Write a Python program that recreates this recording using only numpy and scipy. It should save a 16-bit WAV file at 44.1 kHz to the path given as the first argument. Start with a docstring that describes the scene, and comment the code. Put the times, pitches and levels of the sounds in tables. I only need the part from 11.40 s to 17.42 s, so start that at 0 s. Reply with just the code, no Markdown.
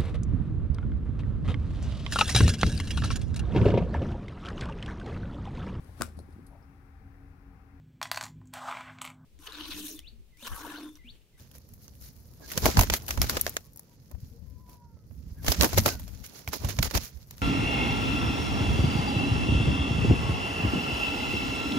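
"""A tethered pigeon beats its wings in three bursts, close to a pair of small microphones.
Friction of feathers in the bursts, and of feet on dry grass between them, makes a grainy rustle; impacts
add cracks, rings and thuds. Each downstroke sends a pressure pulse to the microphone ports, and its
turbulent wake buffets them. Far birds call faintly in harmonic tones over the open-air hush."""
import sys
import numpy as np
from scipy import signal
from scipy.fft import rfft, irfft, next_fast_len
from scipy.io import wavfile

SR = 44100
rng = np.random.default_rng(int(sys.argv[2]) if len(sys.argv) > 2 else 0)


def log_audio(samples):
    """Write samples as a 16-bit WAV file to the path given in sys.argv[1]."""
    # one column per channel
    frames = np.atleast_2d(samples).T
    # limit to full scale, then quantise
    limited = np.clip(frames, -1, 1)
    pcm = np.round(limited * 32767).astype(np.int16)
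    wavfile.write(sys.argv[1], SR, pcm)


N = 265393

# Spectra of three bands of friction hiss and of the swept air: (frequency [Hz], spectral density [dB])
DULL_SPECTRUM = [(500, -25.5), (1300, 4), (2500, 2), (5000, -5), (8000, 0), (12000, -28)]
EDGE_SPECTRUM = [(2500, -27.5), (4200, -1), (7000, -3), (10000, -23.5)]
BRIGHT_SPECTRUM = [(3000, -27.5), (6500, -6.5), (10000, 1.5), (16000, 2)]
WHOOSH_SPECTRUM = [(100, -23.5), (250, 6), (500, 1), (1000, -3.5), (1600, -16.5), (4000, -38.5)]
# Rustle of feathers in the bursts, and of feet on dry grass between them:
# (time [s], relative level [dB], brightness [dB])
RUSTLE_CURVE = [(0.0, -55.5, 2.5), (0.08, -67, 2.5), (0.55, -63, 6), (1.0, -62, 5), (1.1, -46.5, 1.5),
                (1.3, -40.5, -0.5), (1.62, -52.5, 1), (1.95, -40.5, 0.5), (2.18, -55.5, 1),
                (2.3, -67.5, 3.5), (2.5, -67.5, 2), (2.95, -67, 5.5), (3.6, -76.5, 2), (3.77, -67, 3.5),
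                (4.0, -63, 3), (4.17, -41, -1.5), (4.47, -40.5, 2.5), (4.6, -56, 0), (5.05, -57.5, 3),
                (5.31, -46, 1), (5.6, -50.5, 1.5), (5.86, -66, 1), (6.02, -55, 1)]


def rustle(grain_db=1.5, grain_hz=300, flutter_db=2.5, flutter_hz=30,
           ticks_per_s=110, tick_db=6, tick_s=0.00044):
    """Stick-slip friction: barbs or dry grass catch and let go, a ticking hiss over a duller whoosh."""
    level_db, bright_db = in_time(RUSTLE_CURVE)
    whoosh_flutter, dull_flutter, edge_flutter, bright_flutter = from_db(flutter_db * drift(flutter_hz, 4))
    slips = rng.random(N) < ticks_per_s / SR
    impulses = slips * np.minimum(rng.exponential(1, N), 2) * from_db(tick_db)
    ticks = signal.lfilter([1], [1, -np.exp(-1 / (tick_s * SR))], impulses)
    grain = unit_rms(from_db(grain_db * drift(grain_hz, channels=2)) * (1 + ticks))
    dull = dull_flutter * from_db(-1.5 - bright_db) * noise(DULL_SPECTRUM)
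    edge = edge_flutter * from_db(-8.5) * noise(EDGE_SPECTRUM)
    bright = bright_flutter * from_db(bright_db / 2) * noise(BRIGHT_SPECTRUM)
    whoosh = whoosh_flutter * noise(WHOOSH_SPECTRUM, shared=0.33)
    swish_hiss, swish_whoosh = swishes()
    hiss_gain = np.hypot(from_db(level_db), swish_hiss)
    whoosh_gain = np.hypot(from_db(level_db - 0.5), swish_whoosh)
    return from_db(-5) * (hiss_gain * (dull + edge + bright) * grain + whoosh_gain * whoosh)


# Swishes of feathers in the bursts, and of feet on dry grass between them:
# (centre time [s], relative hiss level [dB], duration [s], whoosh over hiss [dB])
SWISHES = [(0.158, -53, 0.055, -8), (0.44, -57, 0.079, -24), (0.656, -50.5, 0.13, -26),
           (1.026, -60.5, 0.062, 13.5), (1.177, -35, 0.036, 3), (1.254, -30.5, 0.078, 2.5),
           (1.286, -33, 0.083, 6), (1.383, -32, 0.045, 12.5), (1.424, -30.5, 0.068, 0.5),
           (1.536, -30, 0.043, -4), (1.557, -35, 0.062, -2), (1.717, -39, 0.089, -5),
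           (1.835, -34.5, 0.055, 1), (1.906, -32, 0.038, -6.5), (1.952, -43, 0.094, 7),
           (2.077, -37, 0.023, -10), (2.398, -80, 0.18, 8), (2.719, -70, 0.023, 25.5),
           (2.859, -63, 0.13, -6), (3.321, -61, 0.13, 3), (4.061, -46, 0.091, 3), (4.106, -30, 0.1, -3.5),
           (4.236, -28.5, 0.1, 5.5), (4.338, -34.5, 0.018, 3), (4.387, -25.5, 0.045, -19.5),
           (4.471, -31.5, 0.047, 6), (4.5, -34.5, 0.12, -1), (4.856, -44, 0.049, -14.5),
           (4.981, -48.5, 0.12, -5), (5.087, -44.5, 0.03, 0), (5.149, -36, 0.068, -5.5),
           (5.242, -46, 0.085, 7), (5.311, -40, 0.079, -3), (5.452, -33, 0.07, -2.5),
           (5.562, -29.5, 0.058, 5), (5.641, -42.5, 0.14, -11)]


def swishes():
    """Incoherent sources add in power: one smooth hump per swish, summed into hiss and whoosh gains."""
    power = np.zeros((2, N))
    for time_s, hiss_db, length_s, whoosh_db in SWISHES:
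        hump = from_db([[hiss_db], [hiss_db + whoosh_db]]) ** 2 * np.hanning(round(length_s * SR))
        start = round((time_s - length_s / 2) * SR)
        power[:, start:start + hump.shape[1]] += hump
    return np.sqrt(power)


# Spectrum of an impact's thud: (frequency [Hz], spectral density [dB])
THUD_SPECTRUM = [(120, -15.5), (300, -0.5), (600, 7.5), (1200, -4.5), (2200, -9.5), (4000, -32)]
# Feathers and feet striking: (time [s], relative crack level [dB], relative thud level [dB],
# brightness [dB], 60 dB decay time [s], ring frequency [Hz])
IMPACTS = [(0.1133, -40, -68, 6, 0.023, 2900), (0.1512, -46, -55.5, 19, 0.033, 1100),
           (0.182, -39.5, -75, 12, 0.017, 4910), (0.289, -46, -78, 17, 0.013, 5000),
           (0.336, -43, -70, 20.5, 0.029, 5210), (0.4803, -27, -65, 1, 0.0036, 6130),
           (0.612, -37, -71, 7, 0.0092, 6900), (1.1165, -23, -47, 6.5, 0.056, 1950),
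           (1.1756, -10, -25, 0.5, 0.025, 6600), (1.243, -20, -45, 1, 0.0091, 1700),
           (1.256, -5, -19.5, 2, 0.03, 1055), (1.263, -9, -12, -4, 0.0026, 1590),
           (1.3705, -8, -19, -10.5, 0.009, 1040), (1.3915, -5.5, -22.5, 3, 0.032, 984),
           (1.4099, -5.5, -19.5, 2, 0.022, 6400), (1.4336, -12.5, -26, 3, 0.012, 1890),
           (1.499, -11, -24.5, -5.5, 0.023, 2500), (1.5373, -7.5, -26, 0.5, 0.027, 3210),
           (1.681, -21.5, -49, 5, 0.049, 3020), (1.6887, -24, -31, 5, 0.018, 900),
           (1.707, -13, -35.5, -0.5, 0.024, 2010), (1.7748, -23.5, -29.5, -7, 0.021, 1100),
           (1.8164, -2, -29, 4, 0.0092, 5260), (1.8223, -19, -38, -3, 0.017, 2130),
           (1.842, -23, -30.5, 0, 0.01, 1460), (1.896, -7.5, -30, 0, 0.014, 4670),
           (1.9687, -14, -27.5, -4, 0.03, 1040), (2.012, -16, -53, 41, 0.0064, 6750),
           (2.0654, -10.5, -23.5, -4.5, 0.0091, 1680), (2.076, -28, -30.5, -10, 0.011, 834),
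           (2.0946, -13, -48, 17, 0.004, 6380), (2.167, -9, -31.5, -7, 0.01, 1630),
           (2.333, -48.5, -80, 30, 0.011, 6600), (2.36, -41, -57, 29, 0.011, 6080),
           (2.3733, -38, -63, 30, 0.0092, 6460), (2.394, -34.5, -51, 35, 0.0087, 4700),
           (2.713, -40.5, -55, 14, 0.024, 995), (2.749, -58.5, -52.5, -2, 0.014, 800),
           (3.2947, -41, -61, 12, 0.014, 1008), (3.5697, -68, -60, 1, 0.012, 516),
           (3.7092, -58, -54, -0.5, 0.016, 696), (4.0451, -26, -38, 5, 0.02, 5320),
           (4.064, -17.5, -37, 0.5, 0.015, 5400), (4.0813, -6.5, -23, -0.5, 0.019, 2860),
           (4.119, -5, -25, -0.5, 0.012, 4970), (4.21, -1.5, -26, -4.5, 0.012, 4200),
           (4.2223, -7, -29, 8, 0.018, 1140), (4.2324, -6, -42, -1, 0.016, 2640),
           (4.2435, -8, -45, 2, 0.042, 1500), (4.2919, -28, -38, -3, 0.01, 2620),
           (4.3301, -21, -30.5, 7, 0.016, 1620), (4.3761, -10, -18, 7, 0.034, 1250),
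           (4.3833, -4.5, -25, 2, 0.013, 6050), (4.4596, -7, -22, 1.5, 0.037, 1320),
           (4.4789, -17, -23, 1, 0.025, 990), (4.4878, -15, -36, -7.5, 0.02, 3870),
           (4.5515, -31, -43, 0, 0.01, 4000), (4.595, -31.5, -52, 9.5, 0.049, 1050),
           (4.6784, -32, -50, 2.5, 0.017, 6000), (4.8404, -30, -52, 8, 0.013, 5800),
           (5.0762, -15.5, -35.5, 1, 0.0057, 2290), (5.1322, -20.5, -33.5, -2.5, 0.059, 1000),
           (5.246, -23.5, -36.5, 0.5, 0.041, 1010), (5.287, -23, -42.5, 5.5, 0.048, 6100),
           (5.3877, -17, -30.5, -6.5, 0.026, 2320), (5.427, -8, -28.5, 1, 0.025, 4380),
           (5.455, -68, -33, -7, 0.023, 5760), (5.51, -22, -36.5, -0.5, 0.024, 4420),
           (5.55, -15, -39, 1, 0.044, 1150), (5.572, -14, -32, 6, 0.018, 6070),
           (5.909, -27, -54.5, 6, 0.014, 6550), (5.9813, -30.5, -54, 4, 0.0072, 5500)]


def slaps(rise_s=0.00043, settle_db=-20, settle_s=0.041, thud_extra_s=0.011,
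          ring_db=-4, ring_cycles=18, crest_db=12.5):
    """Impact excites damped vibration: a fast crack, a ringing quill, settling vanes and a longer thud."""
    dull, bright, thud, rings = np.zeros((4, 2, N + SR))
    t = np.arange(SR // 5) / SR
    attack = 1 - np.exp(-t / rise_s)

    def decay(t60):
        """Damping takes 60 dB off the level in t60 seconds."""
        return attack * from_db(-60 * t / t60)

    phases = rng.uniform(0, 2 * np.pi, (len(IMPACTS), 2, 1))
    for (time_s, crack_db, thud_db, bright_db, t60, ring_hz), phase in zip(IMPACTS, phases):
        span = slice(round(time_s * SR), round(time_s * SR) + len(t))
        crack = decay(t60) + from_db(settle_db) * decay(settle_s)
        dull[:, span] += from_db(crack_db - crest_db - bright_db / 2) * crack
        bright[:, span] += from_db(crack_db - crest_db + bright_db / 2) * crack
        thud[:, span] += from_db(thud_db + 3) * decay(t60 + thud_extra_s)
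        ring = decay(ring_cycles / ring_hz) * np.sin(2 * np.pi * ring_hz * t + phase)
        rings[:, span] += from_db(crack_db + ring_db - max(bright_db, 0)) * ring  # bright ticks ring less
    cracks = dull[:, :N] * noise(DULL_SPECTRUM) + bright[:, :N] * noise(BRIGHT_SPECTRUM)
    return cracks + thud[:, :N] * noise(THUD_SPECTRUM) + rings[:, :N]


# Gusts from the downstrokes: (centre time [s], pulse peak [dB], pulse frequency [Hz],
# pulse left-right [dB], eddy level [dB], eddy left-right [dB])
DOWNSTROKES = [(1.179, -26, 142, -14, -35, -3), (1.243, -15, 66, -2, -21, 10.5),
               (1.373, -15.5, 109.7, -0.5, -17, 5.5), (1.386, -6.5, 82.6, -5, -18, -2),
               (1.51, -23.5, 70, -9, -27.5, 0), (1.801, -20.5, 57, 12, -26, -9.5),
               (2.745, -34.5, 70.3, 21, -41.5, 12.5), (2.832, -31.5, 99, 7, -37.5, -8),
               (3.08, -41, 61.5, 20, -46.5, 16.5), (3.92, -29, 60, -9, -39, 8),
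               (4.09, -21, 105, 8, -28.5, -11), (4.196, -31, 90, -8, -18.5, -7.5),
               (4.368, -37, 59.4, 14, -15.5, -2), (4.47, -32, 70, -5, -21.5, 3),
               (5.083, -27, 86, -2, -36, -3), (5.25, -17.5, 97, 0, -31.5, -4),
               (5.39, -17.5, 98, -4, -25, 4), (5.558, -21, 73, 13, -28.5, -3.5),
               (5.77, -41, 57, -21, -47.5, -21.5)]


def pressure_pulses(width_cycles=0.37):
    """Displaced air raises the pressure, which swings back within about a cycle: a Gaussian wavelet."""
    out, t = np.zeros((2, N)), np.arange(N) / SR
    for time_s, peak_db, hz, pan_db, *_ in DOWNSTROKES:
        near = slice(round((time_s - .05) * SR), round((time_s + .05) * SR))
        cycles = hz * (t[near] - time_s)
        swing = np.cos(2 * np.pi * cycles) * np.exp(-(cycles / width_cycles) ** 2 / 2)
        out[:, near] += from_db(peak_db) * pan_gains(pan_db)[:, None] * swing
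    return out


# Spectrum of turbulent pressure at the ports: (frequency [Hz], spectral density [dB])
BUFFET_SPECTRUM = [(15, -51), (30, -8.5), (70, 1), (130, -10.5), (220, -13.5), (300, -24), (400, -43),
                   (1000, -68)]
# Air stirring round the ports between gusts: (time [s], level [dB], left-right [dB])
STIRRING_AIR = [(0.0, -54, -3), (1.07, -50.5, -3), (1.3, -39, -3.5), (1.65, -42, 1.5), (1.88, -32.5, 2),
                (2.43, -67.5, -7.5), (2.66, -56, 2.5), (2.95, -49, 12), (3.15, -49.5, 19.5),
                (3.5, -56, -12), (3.87, -43, -8), (4.05, -39, 3), (4.58, -40, -3), (4.74, -47, 23),
                (5.03, -65, 3), (5.3, -35, 0), (5.68, -54, -8), (6.02, -51, 2)]


def downwash(lag_s=0.0093, rise_db_per_s=398, fall_db_per_s=301.5, lump_db=3.5, lump_hz=18):
    """Turbulence trails each gust: eddies build fast, fade slower and strike each port in uneven lumps."""
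    air_db, air_pan_db = in_time(STIRRING_AIR)
    power = (from_db(air_db) * pan_gains(air_pan_db)) ** 2
    t = np.arange(N) / SR
    for time_s, *_, eddy_db, pan_db in DOWNSTROKES:
        near = slice(round((time_s - .15) * SR), round((time_s + .25) * SR))
        past_peak_s = t[near] - time_s - lag_s
        shape_db = np.minimum(rise_db_per_s * past_peak_s, -fall_db_per_s * past_peak_s)
        power[:, near] += (from_db(eddy_db + shape_db) * pan_gains(pan_db)[:, None]) ** 2
    lumps = from_db(lump_db * drift(lump_hz, channels=2))
    return np.sqrt(power) * unit_rms(lumps * noise(BUFFET_SPECTRUM, shared=0.87))


# Notes of far birds: (onset [s], duration [s], pitch [Hz], final droop [Hz], level at resonance [dB],
# throat resonance [Hz], pitch jitter [fraction])
BIRD_NOTES = [(1.011, 0.069, 547, 13, -56.5, 1630, 0.04), (2.196, .14, 546, 5, -78, 1050, 0.06),
              (2.471, 0.1, 488, 53, -68, 950, .015), (2.898, .11, 462, -12, -63.5, 480, .015),
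              (3.059, 0.61, 502, 100, -62.5, 970, 0.02), (3.953, 0.084, 547, 34, -68.5, 1600, .05),
              (4.451, 0.15, 507, 27, -48, 1500, 0.03)]


def far_birds(edge_db=-24.5, waver_db=2.5, throat_db_per_octave2=-90, throat_rise_per_droop=1.8):
    """Source and filter: each note swells, bends and fades; harmonics near the throat resonance carry."""
    out, jitter = np.zeros(N), drift(220)[0]
    for time_s, length_s, hz, droop_hz, peak_db, throat_hz, hoarseness in BIRD_NOTES:
        progress = np.linspace(0, 1, round(length_s * SR))
        span = slice(round(time_s * SR), round(time_s * SR) + len(progress))
        droop = droop_hz * progress ** 3
        pitch = hz - droop
        resonance = throat_hz + throat_rise_per_droop * droop
        level_db = peak_db + edge_db * (2 * progress - 1) ** 2
        phase = 2 * np.pi * np.cumsum(pitch * (1 + hoarseness * jitter[span])) / SR
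        for k in range(1, 5):
            octaves_off = np.log2(k * pitch / resonance)
            out[span] += from_db(level_db + throat_db_per_octave2 * octaves_off ** 2) * np.sin(k * phase)
    waver = from_db(waver_db * drift(12))
    return np.sqrt(2) * out * waver * pan_gains(-3)[:, None]


# Spectrum of the open air: (frequency [Hz], spectral density [dB])
HUSH_SPECTRUM = [(60, -7), (130, 1), (350, -18), (500, -16), (800, -36), (2000, -37.5), (3500, -64),
                 (4500, -41.5), (16000, -55.5)]


def open_air_hush(level_db=-57):
    """Ambient sound is stationary noise, here strongest in the bass."""
    return from_db(level_db) * noise(HUSH_SPECTRUM)


# Likeness of the sound at the two ports: (frequency [Hz], correlation [-1 to 1])
COHERENCE = [(60, 0.72), (300, 1), (700, 0.59), (1500, 0.018), (3000, 0.019), (16000, 0.0089)]


def noise(spectrum, shared=1):
    """Spatial coherence falls toward the treble: stereo noise of a given spectrum, rms 1."""
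    size = next_fast_len(N)
    log_hz = np.log(np.arange(size // 2 + 1) * SR / size + 1)

    def per_bin(points):
        """A curve interpolated over log frequency."""
        hz, values = np.transpose(points)
        return np.interp(log_hz, np.log(hz), values)

    mid, side = rfft(rng.standard_normal((2, size)))
    coherence = np.clip(shared * per_bin(COHERENCE), -1, 1)
    pair = np.sqrt(1 + coherence) * mid + np.sqrt(1 - coherence) * side * [[1], [-1]]
    return unit_rms(irfft(from_db(per_bin(spectrum)) * pair, size)[:, :N])


def drift(rate_hz, channels=1):
    """Two one-pole low-passes turn white noise into a slow random fluctuation of rms 1."""
    pole = np.exp(-2 * np.pi * rate_hz / SR)
    white = rng.standard_normal((channels, N + SR))
    return unit_rms(signal.lfilter([1], [1, -2 * pole, pole * pole], white)[:, SR:])


def from_db(db):
    """Decibels to amplitude ratio."""
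    return 10 ** (np.asarray(db) / 20)


def unit_rms(x):
    """Normalisation to rms 1."""
    return x / np.sqrt(np.mean(x ** 2) + 1e-20)


def in_time(rows):
    """Linear interpolation of a table's columns to every sample."""
    times, *columns = np.transpose(rows)
    return [np.interp(np.arange(N) / SR, times, column) for column in columns]


def pan_gains(pan_db):
    """A level difference sets direction: left and right gains."""
    return from_db(np.multiply.outer([.5, -.5], pan_db))


# Direction of the pigeon: (time [s], left-right [dB])
PIGEON_DIRECTION = [(0.0, -4), (0.8, 0), (0.89, -2.5), (2.34, 1.5), (2.38, -2), (4.06, -1.5), (4.63, -1),
                    (4.83, -5), (5.43, -6), (6.02, 0)]


def scene():
    """Superposition: pigeon, moving air, far birds and hush add as pressures."""
    pigeon = (rustle() + slaps()) * pan_gains(*in_time(PIGEON_DIRECTION))
    return pigeon + downwash() + pressure_pulses() + far_birds() + open_air_hush()


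# Microphone port resonances: (frequency [Hz], bandwidth [Hz], left gain [dB], right gain [dB])
PORT_RESONANCES = [(5920, 7630, 4.5, 11), (8125, 1770, -6.5, -19.5), (12830, 5400, 9, -2)]


def record(dry, bass_cut_hz=34, ceiling=1.1, treble_cut_hz=15750):
    """Port resonances lift or dip the treble; saturation rounds the peaks; both band edges are cut."""
    out = signal.sosfilt(signal.butter(3, bass_cut_hz, "high", fs=SR, output="sos"), dry)
    for hz, width_hz, *gains_db in PORT_RESONANCES:
        omega = 2 * np.pi * hz / SR
        alpha = np.sin(omega) * width_hz / hz / 2
        for channel, root_gain in enumerate(from_db(np.array(gains_db) / 2)):
            numerator = [1 + alpha * root_gain, -2 * np.cos(omega), 1 - alpha * root_gain]
            denominator = [1 + alpha / root_gain, -2 * np.cos(omega), 1 - alpha / root_gain]
            out[channel] = signal.lfilter(numerator, denominator, out[channel])
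    out = ceiling * np.tanh(out / ceiling)
    return signal.sosfilt(signal.ellip(12, .5, 80, treble_cut_hz, fs=SR, output="sos"), out)


dry = scene()
out = record(dry)
log_audio(out)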